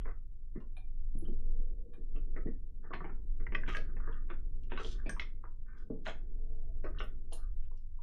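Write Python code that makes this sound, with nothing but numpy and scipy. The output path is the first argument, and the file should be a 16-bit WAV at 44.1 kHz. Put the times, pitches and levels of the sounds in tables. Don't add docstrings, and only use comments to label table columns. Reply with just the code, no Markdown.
import sys
import numpy as np
from scipy import signal
from scipy.fft import rfft, irfft, next_fast_len
from scipy.io import wavfile
from scipy.ndimage import uniform_filter1d

SR = 44100
rng = np.random.default_rng(int(sys.argv[2]) if len(sys.argv) > 2 else 0)


def digitize_waveform(pressure):
    field = np.atleast_2d(pressure).T
    bounded = np.clip(field, -1, 1)
    quanta = np.round(bounded * 32767).astype(np.int16)
    wavfile.write(sys.argv[1], SR, quanta)


N = 353726
TAIL = SR // 2
AGE_S = np.arange(TAIL) / SR
TIME_S = np.arange(N) / SR

# freq_hz, gain_db
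CONTACT_SPECTRUM = [(200, -19.5), (500, -15.5), (730, -2), (1000, -1), (1600, -4.5), (2100, -3), (3000, -2),
                    (4500, -7.5), (6500, -8.5), (12000, -35)]


def knocks(spots):
    # start_s, clack_db, edge_hz, part_hz, wet_db, thud_db, thud_hz
    blows = [(0.056, -55.5, 2180, 980, -1.5, -53.5, 475), (0.078, -58, 2170, 945, 3, -59, 430),
             (0.556, -65.5, 2080, 1950, 11, -50.5, 290), (0.604, -68.5, 2070, 900, 5, -64.5, 395),
             (1.251, -75, 1900, 1450, 3.5, -62, 330), (1.933, -71.5, 3230, 1600, 12, -74.5, 338),
             (2.157, -63.5, 3160, 2730, 13.5, -57, 350), (2.364, -54.5, 2190, 1960, 1.5, -51, 400),
             (2.470, -62.5, 2340, 1900, 5, -48, 280), (2.841, -63.5, 1810, 800, 8, -60.5, 280),
             (2.906, -50, 1670, 1080, 10, -51.5, 357), (2.936, -43, 3520, 1010, -0.5, -49.5, 300),
             (3.006, -49.5, 2000, 980, -1.5, -49.5, 290), (3.044, -51, 2380, 970, 4, -48, 360),
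             (3.095, -57.5, 2304, 930, 0, -55.5, 280), (3.401, -64, 2280, 1720, 4.5, -54, 263),
             (3.523, -52, 3030, 1830, 2.5, -49, 352), (3.678, -46, 3390, 1580, 11, -46.5, 320),
             (3.769, -44.5, 5800, 1670, -3.5, -54, 409), (3.968, -60.5, 2560, 1740, 2, -58.5, 345),
             (4.076, -51.5, 1840, 1365, 4.5, -51.5, 359), (4.302, -51, 3270, 820, 2, -51, 458),
             (4.719, -47.5, 3520, 1500, -1.5, -46.5, 400), (4.776, -44, 4140, 1460, 1, -59, 500),
             (4.798, -48, 3270, 1500, 1, -48.5, 456), (4.848, -55, 5700, 3410, 1, -47, 362),
             (5.061, -53.5, 5170, 2460, 10, -46, 407.4), (5.094, -43.5, 6300, 1750, -2, -49.5, 244),
             (5.165, -53, 2580, 1160, 3, -65.5, 260), (5.197, -40, 4560, 2100, -5.5, -60.5, 390),
             (5.218, -51.5, 4540, 2000, -1, -66.5, 280), (5.44, -55, 1550, 1245, -2.5, -63.5, 448),
             (6.067, -44, 4200, 1570, -3.5, -45, 472), (6.085, -47.5, 4000, 1130, 4, -51, 490),
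             (6.843, -54, 2550, 1080, 7, -44, 390), (7.004, -43.5, 3200, 1600, 0, -50, 417),
             (7.322, -63, 4540, 1400, 15, -54, 527), (7.715, -70.5, 1200, 1040, -2, -69, 440),
             (7.989, -66, 1075, 980, -1, -80, 300)]
    out = np.zeros(N)
    for start_s, clack_db, edge_hz, part_hz, wet_db, thud_db, thud_hz in blows:
        hard = clack(spots, edge_hz, part_hz, ring_db=10, wet_db=wet_db)
        add(out, start_s - .001, from_db(clack_db) * hard)
        add(out, start_s - .002, from_db(thud_db) * thud(spots, thud_hz))
    return out


def clack(spots, edge_hz, part_hz, ring_db, wet_db, t60_s=.013, part_width_hz=380):
    crunch = colour(contact(t60_s), CONTACT_SPECTRUM, ripple_db=3.5)
    part = resonance(crunch, part_hz, part_width_hz, ring_db)
    rung = cut(frame(part), edge_hz, "low", order=10)
    return attack_one(in_room(rung, wet_db, spots))


def thud(spots, pitch_hz, t60_s=.049, span_ratio=1.427, wet_db=4.5, boom_hz=137, boom_t60_s=.19):
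    hollow = cut(frame(contact(t60_s)), pitch_hz * span_ratio, "low", order=5)
    hollow = cut(hollow, pitch_hz / span_ratio, "high", order=3)
    boom = np.sin(2 * np.pi * boom_hz * AGE_S) * decay(boom_t60_s, -2)
    return attack_one(in_room(hollow, wet_db, spots)) + (2 * boom_hz / pitch_hz) ** 2 * boom


def contact(t60_s, rise_s=.0005):
    return rng.standard_normal(TAIL) * decay(t60_s) * onset(rise_s)


def frame(x):
    # freq_hz, width_hz, boost_db
    modes = [(147, 60, 15), (219, 71, -1.25), (360, 23, 3.5), (447, 14, 6), (637, 22, 8.5), (948, 6, 7.5),
             (1140, 130, 6), (1503, 220, 6.5), (1780, 42, 4.5), (1983, 220, 3), (2580, 40, 5.5),
             (2567, 71, 2.5), (3135, 45, 5), (3240, 99, 2)]
    for freq_hz, width_hz, boost_db in modes:
        x = resonance(x, freq_hz, width_hz, boost_db)
    return x


def taps(spots, firm_db=-36, firm_edge_hz=3430, db_per_octave=27):
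    # start_s, level_db, pitch_hz
    rim_taps = [(3.467, -48, 1790), (3.549, -35, 1906), (3.635, -48.5, 1605), (3.749, -41, 1720),
                (4.002, -58.5, 1445), (4.997, -62, 1610)]
    out = np.zeros(N)
    for start_s, level_db, pitch_hz in rim_taps:
        edge_hz = firm_edge_hz * 2 ** ((level_db - firm_db) / db_per_octave)
        rim = clack(spots, edge_hz, pitch_hz, ring_db=28, wet_db=-8, t60_s=.026, part_width_hz=180)
        shake = from_db(-16) * thud(spots, pitch_hz=420)
        add(out, start_s - .001, from_db(level_db) * (rim + shake))
    return out


def rubs(spots, bind_trim_db=-1.5):
    # start_s, end_s, relative_db, low_hz, high_hz
    binds = [(0, 0.031, -70, 900, 3400), (0.037, 0.126, -61, 797, 2230), (2.349, 2.394, -59, 885, 2270),
             (2.822, 2.90, -67, 1290, 1840), (2.926, 2.956, -49, 1600, 2600),
             (3.648, 3.79, -48.5, 1100, 3080), (3.805, 3.968, -69, 960, 2017),
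             (3.954, 4.245, -62, 1163, 1750), (4.286, 4.32, -57.5, 900, 2640),
             (4.686, 4.815, -55.5, 1160, 3420), (4.826, 5.09, -69, 1080, 2040),
             (5.428, 5.462, -65.5, 1020, 2060), (5.645, 5.847, -67, 1100, 2020),
             (6.047, 6.106, -48.5, 892, 3680), (6.831, 6.877, -55, 800, 2040),
             (6.93, 7.03, -62, 1130, 1880), (7.351, 7.484, -69, 1232, 1600),
             (7.596, 7.669, -80.5, 1370, 3500)]
    # start_s, end_s, level_db
    slides = [(3.662, 3.79, -67), (4.764, 4.962, -61), (5.759, 5.847, -81), (6.038, 6.106, -63),
              (7.306, 7.386, -71)]
    out = np.zeros(N)
    for start_s, end_s, relative_db, low_hz, high_hz in binds:
        rub = stick_slip(spots, end_s - start_s, low_hz, high_hz, slips_per_s=410, wet_db=-3)
        add(out, start_s, from_db(relative_db + bind_trim_db) * rub)
    for start_s, end_s, level_db in slides:
        hiss = stick_slip(spots, end_s - start_s, low_hz=3080, high_hz=11500, slips_per_s=340, wet_db=0)
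        add(out, start_s, from_db(level_db) * hiss)
    return out


def stick_slip(spots, duration_s, low_hz, high_hz, slips_per_s, wet_db, grit_db=4.5, ring_db=7.5):
    # freq_hz, width_hz, relative_db
    tube_modes = [(1250, 53, 1.5), (1495, 94, -3.5), (1800, 26, -2)]
    length = max(round(duration_s * SR), SR // 100)
    sizes = from_db(grit_db * np.minimum(rng.exponential(1, length), 3)) * rng.choice([-1, 1], length)
    slips = sizes * (rng.random(length) < slips_per_s / SR)
    friction = (slips + .072 * rng.standard_normal(length)) * signal.windows.tukey(length, .5)
    scrape = colour(np.pad(friction, (0, TAIL)), CONTACT_SPECTRUM, ripple_db=3.5)
    for freq_hz, width_hz, relative_db in tube_modes:
        scrape = resonance(scrape, freq_hz, width_hz, ring_db + relative_db)
    scrape = cut(frame(scrape), low_hz, "high", order=5)
    scrape = cut(scrape, high_hz, "low", order=10)
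    sound = in_room(scrape, wet_db, spots)
    return sound / np.std(sound[:length])


def bumps(spots, nudge_count=7, nudge_from_s=1.42, nudge_span_s=.9, nudge_db=-60, nudge_hz=305):
    # start_s, level_db, pitch_hz
    blows = [(0.558, -47, 243), (1.149, -49, 268), (1.224, -47, 311), (1.285, -44.5, 288),
             (1.325, -55.5, 327), (2.386, -50.5, 364), (2.459, -39.5, 271), (5.902, -38.5, 350),
             (5.957, -47.5, 210)]
    out = np.zeros(N)
    slots = np.arange(nudge_count) + rng.random(nudge_count)
    starts_s = nudge_from_s + nudge_span_s * slots / nudge_count
    nudges = [(start_s, rng.normal(nudge_db, 2.5), nudge_hz) for start_s in starts_s]
    for start_s, level_db, pitch_hz in blows + nudges:
        touch = from_db(-31) * clack(spots, edge_hz=900, part_hz=810, ring_db=5, wet_db=2.5)
        cover = thud(spots, pitch_hz, t60_s=.04, span_ratio=1.18, wet_db=2)
        add(out, start_s - .002, from_db(level_db) * (cover + touch))
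    return out


def pings(spots, trim_db=-7, max_t60_s=.14):
    # start_s, relative_db, centre_hz, spread_octaves, tick_re_ring_db
    touches = [(0.603, -72, 3830, .5, -16), (1.186, -60.5, 10670, 0.072, -1), (1.253, -63, 3076, 0.042, 0),
               (1.327, -76, 4100, .45, -1), (2.937, -63, 4270, 0.17, 2), (3.547, -63.5, 5375, 0.16, 0),
               (3.69, -61, 6200, 0.42, -4), (3.750, -61.5, 6340, .28, 0.5), (3.768, -68.5, 7870, 0.38, 1),
               (4.126, -69.5, 3000, 0.2, 5.5), (4.635, -71, 3800, 0.7, -1), (4.846, -53.5, 3310, 0.17, 7.5),
               (5.093, -47.5, 8470, 0.038, -3), (5.096, -54.5, 6270, .12, 2), (5.097, -72, 12510, 0.09, -5),
               (5.198, -59.5, 5386, 0.24, 2.5), (6.844, -71.5, 4700, 0.25, -3.5),
               (6.986, -47.5, 3440, 0.16, -3.5), (6.993, -62, 5640, 0.18, -8.5),
               (7.037, -68.5, 8080, 0.46, -10), (7.324, -53.5, 3860, 0.32, -3.5),
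               (7.331, -53, 9960, 0.15, 4.5), (7.334, -63, 6900, 0.17, 5.5), (7.775, -75.5, 4640, 0.57, 1)]
    # freq_hz, gain_db, undamped_t60_s
    modes = [(745, -3, 0.16), (850, -11, .14), (2413, 9, 0.093), (2800, 8.5, 0.26), (2970, -2, 0.088),
             (3100, -0.5, 0.044), (3420, -3.5, 0.1), (3670, 0, 0.022), (4160, -1.5, 0.22), (5290, -12, .12),
             (5410, 1, 0.2), (6200, -6.5, 0.085), (5800, 3.5, 0.022), (6300, -9, 0.21), (6930, -7.5, 0.052),
             (7980, -6.5, 0.08), (8690, -4, .1), (9500, -6.5, 0.032), (9120, -14, 0.16),
             (9480, -5.5, 0.079), (10000, -6.5, 0.083), (10690, 3, 0.04), (11050, -5, 0.12),
             (12600, 7, .12), (14700, -2, 0.15)]
    out = np.zeros(N)
    for start_s, relative_db, centre_hz, spread_octaves, tick_re_ring_db in touches:
        ring = 0
        for freq_hz, gain_db, undamped_t60_s in modes:
            weight = np.exp(-.5 * (np.log2(freq_hz / centre_hz) / spread_octaves) ** 2)
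            if weight > .001:
                t60_s = min(undamped_t60_s, max_t60_s)
                ring = ring + weight * mode(freq_hz, rng.normal(gain_db, 1.9), t60_s)
        band_hz = centre_hz * 2 ** np.array([-spread_octaves, spread_octaves])
        tick = cut(contact(t60_s=.0092), band_hz, "band", order=3)
        ring = attack_one(in_room(ring * onset(rise_s=.00037), wet_db=-4, spots=spots))
        tick = attack_one(in_room(tick, wet_db=-1, spots=spots))
        add(out, start_s, from_db(relative_db + trim_db) * (ring + from_db(tick_re_ring_db) * tick))
    return out


def clinks(spots, hand_damping=2.6):
    # start_s, level_db
    touches = [(0.767, -59.5), (1.936, -71)]
    # freq_hz, gain_db, undamped_t60_s
    modes = [(750, -0.5, 0.13), (2350, -12.5, 0.25), (2410, 1, 0.13), (3130, -17, 0.18), (3370, -15, 0.12),
             (3690, -2.5, 0.076), (4129, -18, 0.28), (9720, -8, 0.063)]
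    out = np.zeros(N)
    for start_s, level_db in touches:
        ring = sum(mode(freq_hz, rng.normal(gain_db, 1.1), undamped_t60_s / hand_damping)
                   for freq_hz, gain_db, undamped_t60_s in modes)
        ring = attack_one(in_room(ring * onset(rise_s=.0009), wet_db=2, spots=spots))
        tick = from_db(-7) * clack(spots, edge_hz=4200, part_hz=850, ring_db=16, wet_db=4)
        add(out, start_s, from_db(level_db) * (ring + tick))
    return out


def murmur():
    # freq_hz, density_db
    spectrum = [(50, -11), (100, 0.5), (140, 3), (170, -1.5), (220, 2), (300, -2.5), (440, -3.5),
                (520, -16), (650, -21.5), (900, -28), (1500, -50), (3000, -69.5)]
    # time_s, relative_db
    levels = [(0.0, -60), (0.24, -75), (1.18, -67), (1.29, -59.5), (1.96, -65), (2.41, -57.5), (2.57, -70),
              (2.86, -63), (3.02, -58), (3.35, -65.5), (3.55, -52.5), (4.4, -63.5), (4.96, -57.5),
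              (5.58, -70), (5.99, -59), (6.66, -64), (6.99, -57), (8.02, -80)]
    # freq_hz, width_hz, boost_db
    modes = [(137, 16, 3.5), (216, 18, 0), (339, 8.3, 2)]
    sound = swelling_noise(spectrum, levels, trim_db=-1.5, even_s=.076)
    for freq_hz, width_hz, boost_db in modes:
        sound = resonance(sound, freq_hz, width_hz, boost_db)
    return sound


def rumble(split_hz=43.8, upper_rest_db=-33, upper_swell_share=.61):
    # freq_hz, density_db
    spectrum = [(6, -18), (12, -4.5), (18, 5), (25, -11.5), (35, -15.5), (50, -20), (70, -27.5),
                (100, -31.5), (150, -46.5), (250, -55.5), (500, -89.5)]
    # time_s, relative_db
    levels = [(0.0, -30.5), (0.08, -33), (0.22, -41.5), (0.75, -38), (1.0, -32.5), (1.58, -26),
              (1.901, -42.5), (2.121, -29.5), (2.451, -32.5), (2.65, -38), (2.951, -38.5), (3.3, -30.0),
              (4.15, -32), (5.15, -34.5), (5.401, -38), (5.9, -39.5), (6.398, -32.5), (6.751, -32.1),
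              (7.25, -36), (7.58, -30), (7.8, -39), (8.02, -37.5)]
    calmer = [(time_s, upper_rest_db + upper_swell_share * (db - upper_rest_db)) for time_s, db in levels]
    deep = swelling_noise(spectrum, levels, trim_db=1, even_s=.12)
    upper = swelling_noise(spectrum, calmer, trim_db=0, even_s=.4)
    return cut(deep, split_hz, "low", order=3) + cut(upper, split_hz, "high", order=3)


def hum():
    # start_s, end_s, pitch_hz, width_hz, level_db
    swells = [(1.3, 2.092, 474, 53, -67), (1.62, 1.97, 536, 27, -77), (6.15, 6.798, 442.4, 9.2, -69.5),
              (6.3, 6.813, 652, 34, -74)]
    out = np.zeros(N)
    for start_s, end_s, pitch_hz, width_hz, level_db in swells:
        length = round((end_s - start_s) * SR)
        band_hz = [pitch_hz - width_hz / 2, pitch_hz + width_hz / 2]
        tone = cut(rng.standard_normal(length + TAIL), band_hz, "band", order=2)[TAIL:]
        add(out, start_s, from_db(level_db) * rms_one(tone) * signal.windows.tukey(length, .5))
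    return out


def swelling_noise(spectrum, levels, trim_db, even_s):
    noise = colour(rng.standard_normal(N + TAIL), spectrum)
    steady = noise / np.sqrt(uniform_filter1d(noise ** 2, int(even_s * SR)))
    return steady[TAIL:] * from_db(np.interp(TIME_S, *np.transpose(levels)) + trim_db)


def room_echoes(early_t60_s=.19, early_db=4.5, gap_s=.0026):
    # freq_hz, t60_s
    reverb_times = [(100, .42), (400, .33), (1500, .32), (4000, .3), (12000, .26)]
    white, tail = rng.standard_normal(TAIL), 0
    edges_hz = np.geomspace(50, 19000, num=7)
    for low_hz, high_hz in zip(edges_hz, edges_hz[1:]):
        t60_s = at_hz(reverb_times, np.sqrt(low_hz * high_hz))
        tail = tail + cut(white, [low_hz, high_hz], "band", order=2) * decay(t60_s)
    early = rng.standard_normal(TAIL) * decay(early_t60_s, early_db)
    build_up = 1 - np.exp(-(AGE_S / gap_s) ** 2)
    return rms_one((tail + early) * build_up) / np.sqrt(TAIL)


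def in_room(x, wet_db, spots):
    return x + from_db(wet_db) * signal.fftconvolve(x, spots[rng.integers(len(spots))])[:len(x)]


def colour(x, spectrum, ripple_db=0, mode_spacing_hz=70):
    size = next_fast_len(len(x)) * 2
    freq_hz = np.fft.rfftfreq(size, 1 / SR)
    mode_index = np.sqrt(freq_hz * 500) * 2 / mode_spacing_hz
    ripple = np.interp(mode_index, np.arange(400), rng.standard_normal(400))
    gain = from_db(at_hz(spectrum, freq_hz) + ripple_db * np.clip(ripple, -2, 2))
    cepstrum = irfft(np.log(gain), size)
    cepstrum[1:size // 2] *= 2
    cepstrum[size // 2 + 1:] = 0
    return irfft(rfft(x, size) * np.exp(rfft(cepstrum)), size)[:len(x)]


def resonance(x, freq_hz, width_hz, boost_db):
    damp, cosine = np.pi * width_hz / SR, np.cos(2 * np.pi * freq_hz / SR)
    lift = damp * from_db(boost_db)
    return signal.lfilter([1 + lift, -2 * cosine, 1 - lift], [1 + damp, -2 * cosine, 1 - damp], x + 1e-18)


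def cut(x, edge_hz, kind, order):
    sos = signal.butter(order, np.clip(edge_hz, 10, .45 * SR), kind, fs=SR, output="sos")
    return signal.sosfilt(sos, x + 1e-18)


def mode(freq_hz, gain_db, t60_s):
    return decay(t60_s, gain_db) * np.sin(2 * np.pi * (freq_hz * AGE_S + rng.random()))


def decay(t60_s, start_db=0):
    return from_db(start_db - 60 * AGE_S / t60_s)


def onset(rise_s):
    return 1 - np.exp(-AGE_S / rise_s)


def from_db(db):
    return 10 ** (np.asarray(db) / 20)


def rms_one(x):
    return x / np.sqrt(np.mean(x ** 2) + 1e-30)


def attack_one(x):
    return x / np.sqrt(np.mean(x[:SR // 50] ** 2) + 1e-30)


def at_hz(points, freq_hz):
    known_hz, values = np.transpose(points)
    return np.interp(np.log(np.maximum(freq_hz, 1)), np.log(known_hz), values)


def add(out, start_s, sound):
    start = max(round(start_s * SR), 0)
    out[start:start + len(sound)] += sound[:max(N - start, 0)]


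def suppress(x, threshold_db=-80, depth_db=-4, size=1024):
    overlap = size * 3 // 4
    spectra = signal.stft(x, nperseg=size, noverlap=overlap)[2]
    power = uniform_filter1d(np.abs(spectra) ** 2, size=5, axis=-1) * size / 1.5
    clearness = (power / (power + from_db(threshold_db) ** 2)) ** 2
    gain = np.maximum(clearness, from_db(depth_db))
    return signal.istft(spectra * gain, nperseg=size, noverlap=overlap)[1][..., :N]


def scene():
    spots = [room_echoes() for _ in range(12)]
    work = knocks(spots) + taps(spots) + bumps(spots) + pings(spots) + clinks(spots) + rubs(spots)
    hiss = from_db(-90) * rng.standard_normal(N)
    return (work + rumble() + murmur() + hum() + hiss)[None]


def record(dry):
    cutoff_hz = 14500
    return signal.sosfilt(signal.ellip(10, .1, 80, cutoff_hz, fs=SR, output="sos"), suppress(dry))


dry = scene()
out = record(dry)
digitize_waveform(out)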